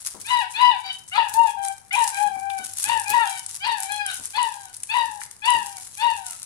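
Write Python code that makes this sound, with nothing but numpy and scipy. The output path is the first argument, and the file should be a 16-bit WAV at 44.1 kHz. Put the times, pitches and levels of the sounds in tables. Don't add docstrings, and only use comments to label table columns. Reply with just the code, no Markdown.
import sys
import numpy as np
from scipy import signal
from scipy.fft import rfft, irfft, next_fast_len
from scipy.io import wavfile

SR = 44100
rng = np.random.default_rng(int(sys.argv[2]) if len(sys.argv) > 2 else 0)


def inscribe(sig):
    pcm = np.round(np.clip(np.atleast_2d(sig).T, -1, 1) * 32767)
    wavfile.write(sys.argv[1], SR, pcm.astype(np.int16))


N = 284445
TIME = np.arange(N) / SR

# freq_hz, gain_db
GRAVEL_EQ = [(300, -41.5), (900, -19.5), (1500, -17), (3000, -17), (5000, -11), (7500, -5.5), (10300, -1.5),
             (11300, -11.5), (12000, -20.5), (14500, -23.5), (16000, -50)]


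def puppy(direct_db=-1, echo_db=-11, scatter_db=-8, wall_db=-15, right_echo_db=2, right_lag_s=0.0002):
    # crack_s, lead_s, attack_s, hold_s, start_hz, jump_hz, top_hz,
    # sag_hz_per_s, fall_hz_per_s, fundamental_db, second_db, overtone_db, tilt_db_per_octave, roughness
    cries = [(0.301, .058, 0.031, 0.096, 750, 29.6, 1002, 493, 4740, -12, -22, -16, 5.5, 0.32),
             (0.605, 0.071, .019, 0.095, 778, 50.4, 1005, 388, 3210, -6.5, -22.5, -13.5, -1, 0.09),
             (1.172, 0.061, 0.0055, .048, 676, 140.3, 980.5, 1614, 320, -11, -25, -25, -5, 1.06),
             (1.954, 0.048, 0.0017, 0.073, 676, 185, 1032, 1740, 299, -12, -27.5, -25.5, -15, 1),
             (2.891, 0.055, 0.0047, 0.074, 767, 92.2, 990, 1110, 890, -13, -24, -25, 0.5, 1.06),
             (3.129, 0.081, 0.019, 0.093, 799, 124.7, 971.4, 599, 2630, -10, -20.5, -21.5, -3, 0.43),
             (3.659, .063, 0.017, 0.085, 714, 147.7, 993.5, 1328, 710, -16.5, -25.5, -24.5, 11, 1.05),
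             (4.373, 0.044, 0.0055, 0.083, 764, 109, 1003, 974, 500, -13, -28.5, -24.5, 4, 0.84),
             (4.939, 0.053, 0.0089, 0.084, 818, 66, 987.4, 750, 197, -13.5, -25, -22, 2, 0.63),
             (5.467, 0.051, 0.013, 0.087, 800, 73.8, 993, 647, 903, -10, -22, -17.5, 0.5, 0.27),
             (6.027, 0.06, 0.018, 0.061, 766, 69.2, 974, 651, 727, -9, -25.5, -19.5, 1.5, 0.33)]
    # start_s, length_s, first_hz, last_hz, arch_hz,
    # fundamental_db, second_db, overtone_db, tilt_db_per_octave, croak (0-1)
    whines = [(0.770, 0.08, 800, 766, -2.5, -49, -46, -39.5, 0, 0),
              (0.836, 0.077, 779, 754.5, 10, -32, -40.5, -22.5, 20, 0.13),
              (1.265, .075, 855, 833, -1.5, -33, -41, -46.5, -14, 0.1),
              (1.332, 0.16, 844, 849.2, 85.5, -5, -35.5, -31, -7, 0.51),
              (1.562, 0.15, 793.3, 785, 2, -22.5, -37, -40, 3, 0.12),
              (2.117, 0.084, 786, 807, 5, -31.5, -30, -30, -7, 0.43),
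              (2.166, 0.12, 780.5, 807, 48, -13, -32.5, -34.5, 0, 0.23),
              (2.295, .1, 799, 775, -9.5, -20, -40, -44, -44, 0),
              (2.408, 0.19, 783.7, 771, 15, -23, -35.5, -38, -30, 0.23),
              (2.575, 0.064, 755.4, 750, 6.5, -38, -35, -38.5, 22.5, 0),
              (3.246, 0.13, 805, 750, 9, -25, -37.5, -29.5, -7, 0),
              (3.785, 0.13, 779, 790, -7, -29.5, -41, -33, -5, 0),
              (3.884, 0.23, 821.6, 772, 32.5, -26, -26.5, -27, 12, 0.75),
              (4.524, 0.18, 817, 766, 10.5, -36, -45.5, -47, 19, 0.77),
              (5.095, 0.097, 862.5, 819, 5, -25.5, -49, -64, -2, 0.2),
              (5.638, 0.16, 823, 769, 4, -31.5, -50, -48, -3, 0.44),
              (6.166, 0.17, 811, 693, 2, -27.5, -45, -47.5, 13, 1)]
    # freq_hz, gain_db
    far_side_eq = [(800, -19.5), (1100, -16), (1800, -8.5), (3000, -7), (6000, -11.5)]
    voice = np.zeros(N)
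    for row in cries:
        add(voice, *cry(*row))
    for row in whines:
        add(voice, *whine(*row))
    echo = amp(echo_db) * yard(voice) + amp(scatter_db) * ground_scatter(voice)
    for channel, delays_s in enumerate([(0.023, 0.047), (0.0068, 0.066)]):
        for delay_s in delays_s:
            add(echo[channel], delay_s, amp(wall_db) * voice)
    direct = amp(direct_db) * colour(voice, [(1100, 0), (2500, -4)])
    late = np.interp(TIME - right_lag_s, TIME, direct)
    right = colour(late + amp(right_echo_db) * echo[1], far_side_eq)
    return np.array([direct + echo[0], right])


def cry(crack_s, lead_s, attack_s, hold_s, start_hz, jump_hz, top_hz, sag_hz_per_s, fall_hz_per_s,
        fundamental_db, second_db, overtone_db, tilt, roughness):
    jump_s, opening_s, rest_hz = 0.0141, 0.045, 750
    crack_onset_s, crack_heal_s = 0.024, 0.07
    release_db_per_s, upper_release_db_per_s, overtone_fade_db_per_s = 362, 245, 49.5
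    t = np.arange(round(0.42 * SR)) / SR - lead_s
    held, released = np.maximum(t, 0), np.maximum(t - hold_s, 0)
    before_jump = 1 - np.clip(t / jump_s, 0, 1)
    climb_hz = (top_hz - jump_hz - start_hz) * np.maximum(-t / lead_s, 0) ** 1.4
    falling_hz = np.maximum(top_hz - sag_hz_per_s * held - fall_hz_per_s * released, rest_hz)
    hz = falling_hz - jump_hz * before_jump - climb_hz
    crack = roughness * np.exp(-(t / np.where(t < 0, crack_onset_s, crack_heal_s)) ** 2)
    swell_db = -24 * np.exp(-(t + lead_s) / attack_s)
    upper_db = swell_db - upper_release_db_per_s * released
    duck_db = -6.5 * before_jump
    effort_db = 3.5 * (np.sin(np.pi * np.minimum(held / hold_s, 1) ** 0.7) - 0.5)
    fundamental_db += swell_db + duck_db + effort_db - 0.19 * climb_hz - release_db_per_s * released
    second_db += upper_db + duck_db
    overtone_db += upper_db - overtone_fade_db_per_s * held + 4.5 * crack + 0.5 * before_jump
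    tilt += 8.5 * crack - 11.5 * np.exp(-(t + lead_s) / opening_s)
    return crack_s - lead_s, folds(crack_s - lead_s, hz, fundamental_db, second_db, overtone_db, tilt, crack)


def whine(start_s, length_s, first_hz, last_hz, arch_hz,
          fundamental_db, second_db, overtone_db, tilt, croak):
    attack_s, release_db_per_s = 0.0067, 571
    croak_s, croak_drop_hz = 0.048, 35
    t = np.arange(round(0.42 * SR)) / SR
    progress = np.minimum(t / length_s, 1)
    hz = first_hz + (last_hz - first_hz) * progress + arch_hz * np.sin(np.pi * progress)
    fade_db = -21 * np.exp(-t / attack_s) - release_db_per_s * np.maximum(t - length_s, 0)
    crack = croak * np.exp(-((t - length_s) / croak_s) ** 2)
    fundamental_db += fade_db + 0.24 * (hz - hz.max())
    return start_s, folds(start_s, hz - croak_drop_hz * crack, fundamental_db,
                          second_db + fade_db, overtone_db + fade_db, tilt, crack)


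def folds(start_s, hz, fundamental_db, second_db, overtone_db, tilt, crack):
    # centre_s, length_s, depth_db
    splits = [(0.602, 0.051, -43), (0.954, 0.017, 6), (1.16, 0.031, 0), (3.222, 0.059, -12.5),
              (4.128, 0.047, -20)]
    # freq_hz, gain_db
    throat_eq = [(2100, -4.5), (2400, -0.5), (2900, 3), (3300, -3.5), (3800, -2.5), (4300, -8.5),
                 (4800, -14.5), (5600, -24.5), (7500, -37.5), (10000, -31)]
    jitter, shimmer, flicker_db, rasp_db = 0.0251, 0.42, 4.5, -7
    hoarseness, loud_db = 0.14, -20.5
    t = start_s + np.arange(len(hz)) / SR
    rough = abs(hoarseness * np.sqrt(amp(overtone_db - loud_db)) + crack)
    hz = hz * (1 + 0.0045 * wander(len(t), 35))
    phase = 2 * np.pi * np.cumsum(hz * (1 + jitter * rough * wander(len(t), 100))) / SR
    strength = np.exp(shimmer * rough * wander(len(t), 48.7))
    orders = np.arange(3, 12)[:, None]
    throat = amp(read(throat_eq, orders * hz) + tilt * np.log2(np.minimum(orders, 4.3)))
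    throat /= np.linalg.norm(throat, axis=0)
    flicker = np.array([unit(amp(flicker_db * wander(len(t), 26))) for _ in orders])
    smear = (0.08 + 1.05 * rough) * np.array([wander(len(t), 110) for _ in orders])
    overtones = amp(overtone_db) * (throat * flicker * np.sin(orders * phase + smear)).sum(0)
    upper = amp(second_db) * np.sin(2 * phase + smear[-1] / 3) + overtones
    split = sum(amp(db) * np.exp(-(2 * (t - centre_s) / length_s) ** 2) for centre_s, length_s, db in splits)
    halves = split * amp(fundamental_db) * np.sin(1.5 * phase + smear[-2] / 2)
    halves += np.minimum(split, 0.5) * upper * np.cos(phase / 2)
    tone = np.sqrt(2) * (amp(fundamental_db) * np.sin(phase) + upper + halves)
    puffs = rng.standard_normal(len(t)) * (1 + 0.6 * np.cos(phase))
    rasp = unit(colour(puffs, [(500, -29), (900, -15.5), (1550, 0.5)] + throat_eq))
    voice = strength * tone + amp(overtone_db + rasp_db) * np.sqrt(rough) * rasp
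    return colour(voice * signal.windows.tukey(len(t), 0.03), [(450, -4), (720, -2)])


def gravel(grains_per_s=950, spread_db=4.8, tick_s=0.0008, hiss_db=-9, clump_db=4, level_db=1):
    tick_kinds = 24
    t = np.arange(200) / SR
    sizes = amp(spread_db * np.minimum(rng.exponential(1, N), 4))
    grains = sizes * (rng.random(N) < grains_per_s / SR)
    kind = rng.integers(0, tick_kinds, N)
    ticks = np.zeros((2, N))
    for k in range(tick_kinds):
        tick = rng.standard_normal((2, len(t))) * np.exp(-t / tick_s)
        ticks += signal.oaconvolve((grains * (kind == k))[None], tick, axes=1)[:, :N]
    hiss = amp(hiss_db) * rng.standard_normal((2, N))
    grit = unit(colour(unit(ticks) + hiss, GRAVEL_EQ))
    effort = shuffling() * unit(amp(clump_db * wander(N, 31)))
    return pan(grit * effort * amp(level_db), right_db=-5)


def shuffling(attack_s=0.011, ease_db_per_s=6, settle_db_per_s=225.5, bed_db=-51):
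    # start_s, length_s, level_db
    scuffs = [(0.0, 0.02, -30.5), (0.043, 0.055, -29.5), (0.195, .2, -36), (0.502, 0.017, -31.5),
              (0.603, 0.041, -39.5), (0.905, 0.12, -45), (1.068, 0.14, -43.5), (1.276, 0.086, -33.5),
              (1.454, 0.024, -31.5), (1.621, .05, -31.5), (1.923, 0.31, -31.5), (2.339, 0.071, -38.5),
              (2.487, 0.16, -43.5), (2.639, 0.042, -32), (2.745, 0.29, -31), (2.781, 0.056, -26),
              (3.057, 0.2, -35.5), (3.25, .15, -34.5), (3.484, 0.083, -35.5), (3.663, 0.045, -37),
              (3.779, 0.094, -30), (3.88, 0.08, -35.5), (4.05, 0.28, -36.5), (4.148, 0.015, -30),
              (4.355, 0.31, -39.5), (4.73, 0.012, -41), (4.87, 0.25, -38.5), (5.198, 0.038, -38),
              (5.448, 0.43, -35.5), (5.892, 0.22, -40), (6.149, 0.74, -35.5)]
    power, t = np.full(N, amp(bed_db) ** 2), np.arange(SR) / SR
    for start_s, length_s, db in scuffs:
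        level_db = db - ease_db_per_s * t - settle_db_per_s * np.maximum(t - length_s, 0)
        add(power, start_s, (np.minimum(t / attack_s, 1) * amp(level_db)) ** 2)
    return np.sqrt(power)


def stones(gain_db=3, contact_s=0.0012):
    # start_s, level_db, pitch_hz
    clicks = [(0.0525, -32, 10400), (1.0863, -29, 7800), (1.6482, -16.5, 8850), (1.683, -13.5, 8400),
              (2.6476, -22.5, 11220), (2.7347, -21, 10600), (2.784, -14.5, 10460), (2.827, -18, 10420),
              (2.997, -13, 9050), (3.4626, -17.5, 8000), (3.5484, -33, 10200), (3.8027, -14, 10700),
              (3.92, -16.5, 10440), (4.0632, -12.5, 10000), (4.1428, -17.5, 11300), (4.2552, -13.5, 9650),
              (4.4284, -15.5, 9900), (4.766, -23, 9600), (4.8332, -15.5, 8800), (5.5034, -11.5, 9660),
              (6.3083, -18, 10900)]
    # start_s, level_db, pitch_hz
    knocks = [(2.501, -25.5, 2740), (4.835, -36, 2720), (5.215, -24, 1800)]
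    out, t = np.zeros((2, N)), np.arange(700) / SR
    for start_s, db, hz in list(clicks) + knocks:
        burst = rng.standard_normal((2, len(t))) * t * np.exp(-t / contact_s)
        ring_eq = [(hz / 3, -12), (hz * 0.8, -7), (hz, 0), (hz * 1.25, -5), (hz * 3, -46)]
        click = colour(colour(burst, GRAVEL_EQ), ring_eq)
        add(out, start_s, amp(db + gain_db) * click / abs(click).max(1, keepdims=True))
    return pan(out, right_db=-5)


def crunches(fade_s=0.0062):
    # start_s, level_db
    hits = [(1.294, -20.5), (1.339, -13.5), (3.094, -15.5), (3.101, -8), (3.109, -18)]
    out, t = np.zeros((2, N)), np.arange(2000) / SR
    for start_s, db in hits:
        burst = rng.standard_normal((2, len(t))) * np.exp(-t / fade_s)
        crunch = colour(burst, [(2000, -4), (11000, 13), (15000, -3)])
        add(out, start_s, amp(db) * crunch / abs(crunch).max())
    return pan(out, right_db=-3)


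def steps(gain_db=4, attack_s=0.00036, fade_s=0.039):
    # start_s, level_db
    footfalls = [(0.145, -35.5), (0.66, -43.5), (1.338, -49), (2.262, -38.5), (2.357, -42), (2.594, -40),
                 (2.872, -40), (3.105, -37), (4.192, -41.5), (5.077, -49), (5.549, -34)]
    # freq_hz, gain_db
    thud_eq = [(30, -29), (110, -11.5), (280, -8.5), (500, -17.5), (900, -12), (3000, -40)]
    out, t = np.zeros(N), np.arange(SR // 5) / SR
    envelope = (1 - np.exp(-t / attack_s)) * np.exp(-t / fade_s)
    for start_s, db in footfalls:
        thud = colour(rng.standard_normal(len(t)), thud_eq) * envelope
        add(out, start_s, amp(db + gain_db) * thud / abs(thud).max())
    return pan(out, right_db=-16)


def ground_scatter(x, fade_s=0.006):
    t = np.arange(SR // 20) / SR
    spray = colour(rng.standard_normal((2, len(t))) * np.exp(-t / fade_s), [(1050, -20), (1700, 0)])
    return signal.fftconvolve(x[None], spray / np.linalg.norm(spray[0]), axes=1)[:, :N]


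def yard(x, echoes_per_s=3000, build_s=0.0017):
    # freq_hz, t60_s
    decay_times = [(700, 0.45), (970, 0.49), (1400, 0.46), (4000, 0.4), (10000, 0.27)]
    taps = rng.standard_normal((2, SR)) * (rng.random((2, SR)) < echoes_per_s / SR)
    hz, t, spectrum = signal.stft(taps, SR, nperseg=256)
    envelope = amp(-60 * t / read(decay_times, hz)[:, None]) * (1 - np.exp(-t / build_s))
    tail = signal.istft(spectrum * envelope, SR, nperseg=256)[1]
    return signal.fftconvolve(np.atleast_2d(x), tail / np.linalg.norm(tail[0]), axes=1)[:, :N]


def air(level_db=-58):
    # freq_hz, gain_db
    air_eq = [(20, -6), (55, 1.5), (95, 4), (140, 2), (300, -8), (600, -8.5), (2000, -10.5), (10000, -66),
              (16000, -38.5)]
    return pan(amp(level_db) * unit(colour(rng.standard_normal((2, N)), air_eq)), right_db=-5)


def hum(pitch_hz=98, level_db=-63, swell_db=7, peak_s=2.7, width_s=0.71):
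    swell = np.exp(-((TIME - peak_s) / width_s) ** 2)
    level = amp(level_db + swell_db * swell) * (1 + wander(N, 3.5) / 2)
    phase = 2 * np.pi * np.cumsum(pitch_hz + wander(N, 4.9)) / SR
    return pan(np.sqrt(2) * np.sin(phase) * level, right_db=-14)


def amp(db):
    return 10 ** (np.asarray(db) / 20)


def pan(x, right_db):
    return x * amp([[0], [right_db]])


def unit(x):
    return x / np.sqrt(np.mean(x ** 2) + 1e-20)


def read(points, hz):
    f, value = np.transpose(points)
    return np.interp(np.log(hz + 1), np.log(f + 1), value)


def colour(x, points):
    size = next_fast_len(x.shape[-1] + 512)
    gain = amp(read(points, np.fft.rfftfreq(size, 1 / SR)))
    return irfft(rfft(x, size) * gain, size)[..., :x.shape[-1]]


def wander(size, hz):
    padded = next_fast_len(2 * size)
    f = np.fft.rfftfreq(padded, 1 / SR)
    return unit(irfft(rfft(rng.standard_normal(padded)) / (1 + (f / hz) ** 2))[:size])


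def add(mix, start_s, sound):
    part = mix[..., max(round(start_s * SR), 0):][..., :sound.shape[-1]]
    part += sound[..., :part.shape[-1]]


def scene():
    ground = gravel() + stones() + crunches() + steps()
    return puppy() + ground + amp(-9) * yard(ground) + air() + hum()


def record(dry):
    lowpass = signal.firwin(511, 16000, window=("kaiser", 9), fs=SR)
    return signal.oaconvolve(dry, lowpass[None], "same")


dry = scene()
out = record(dry)
inscribe(out)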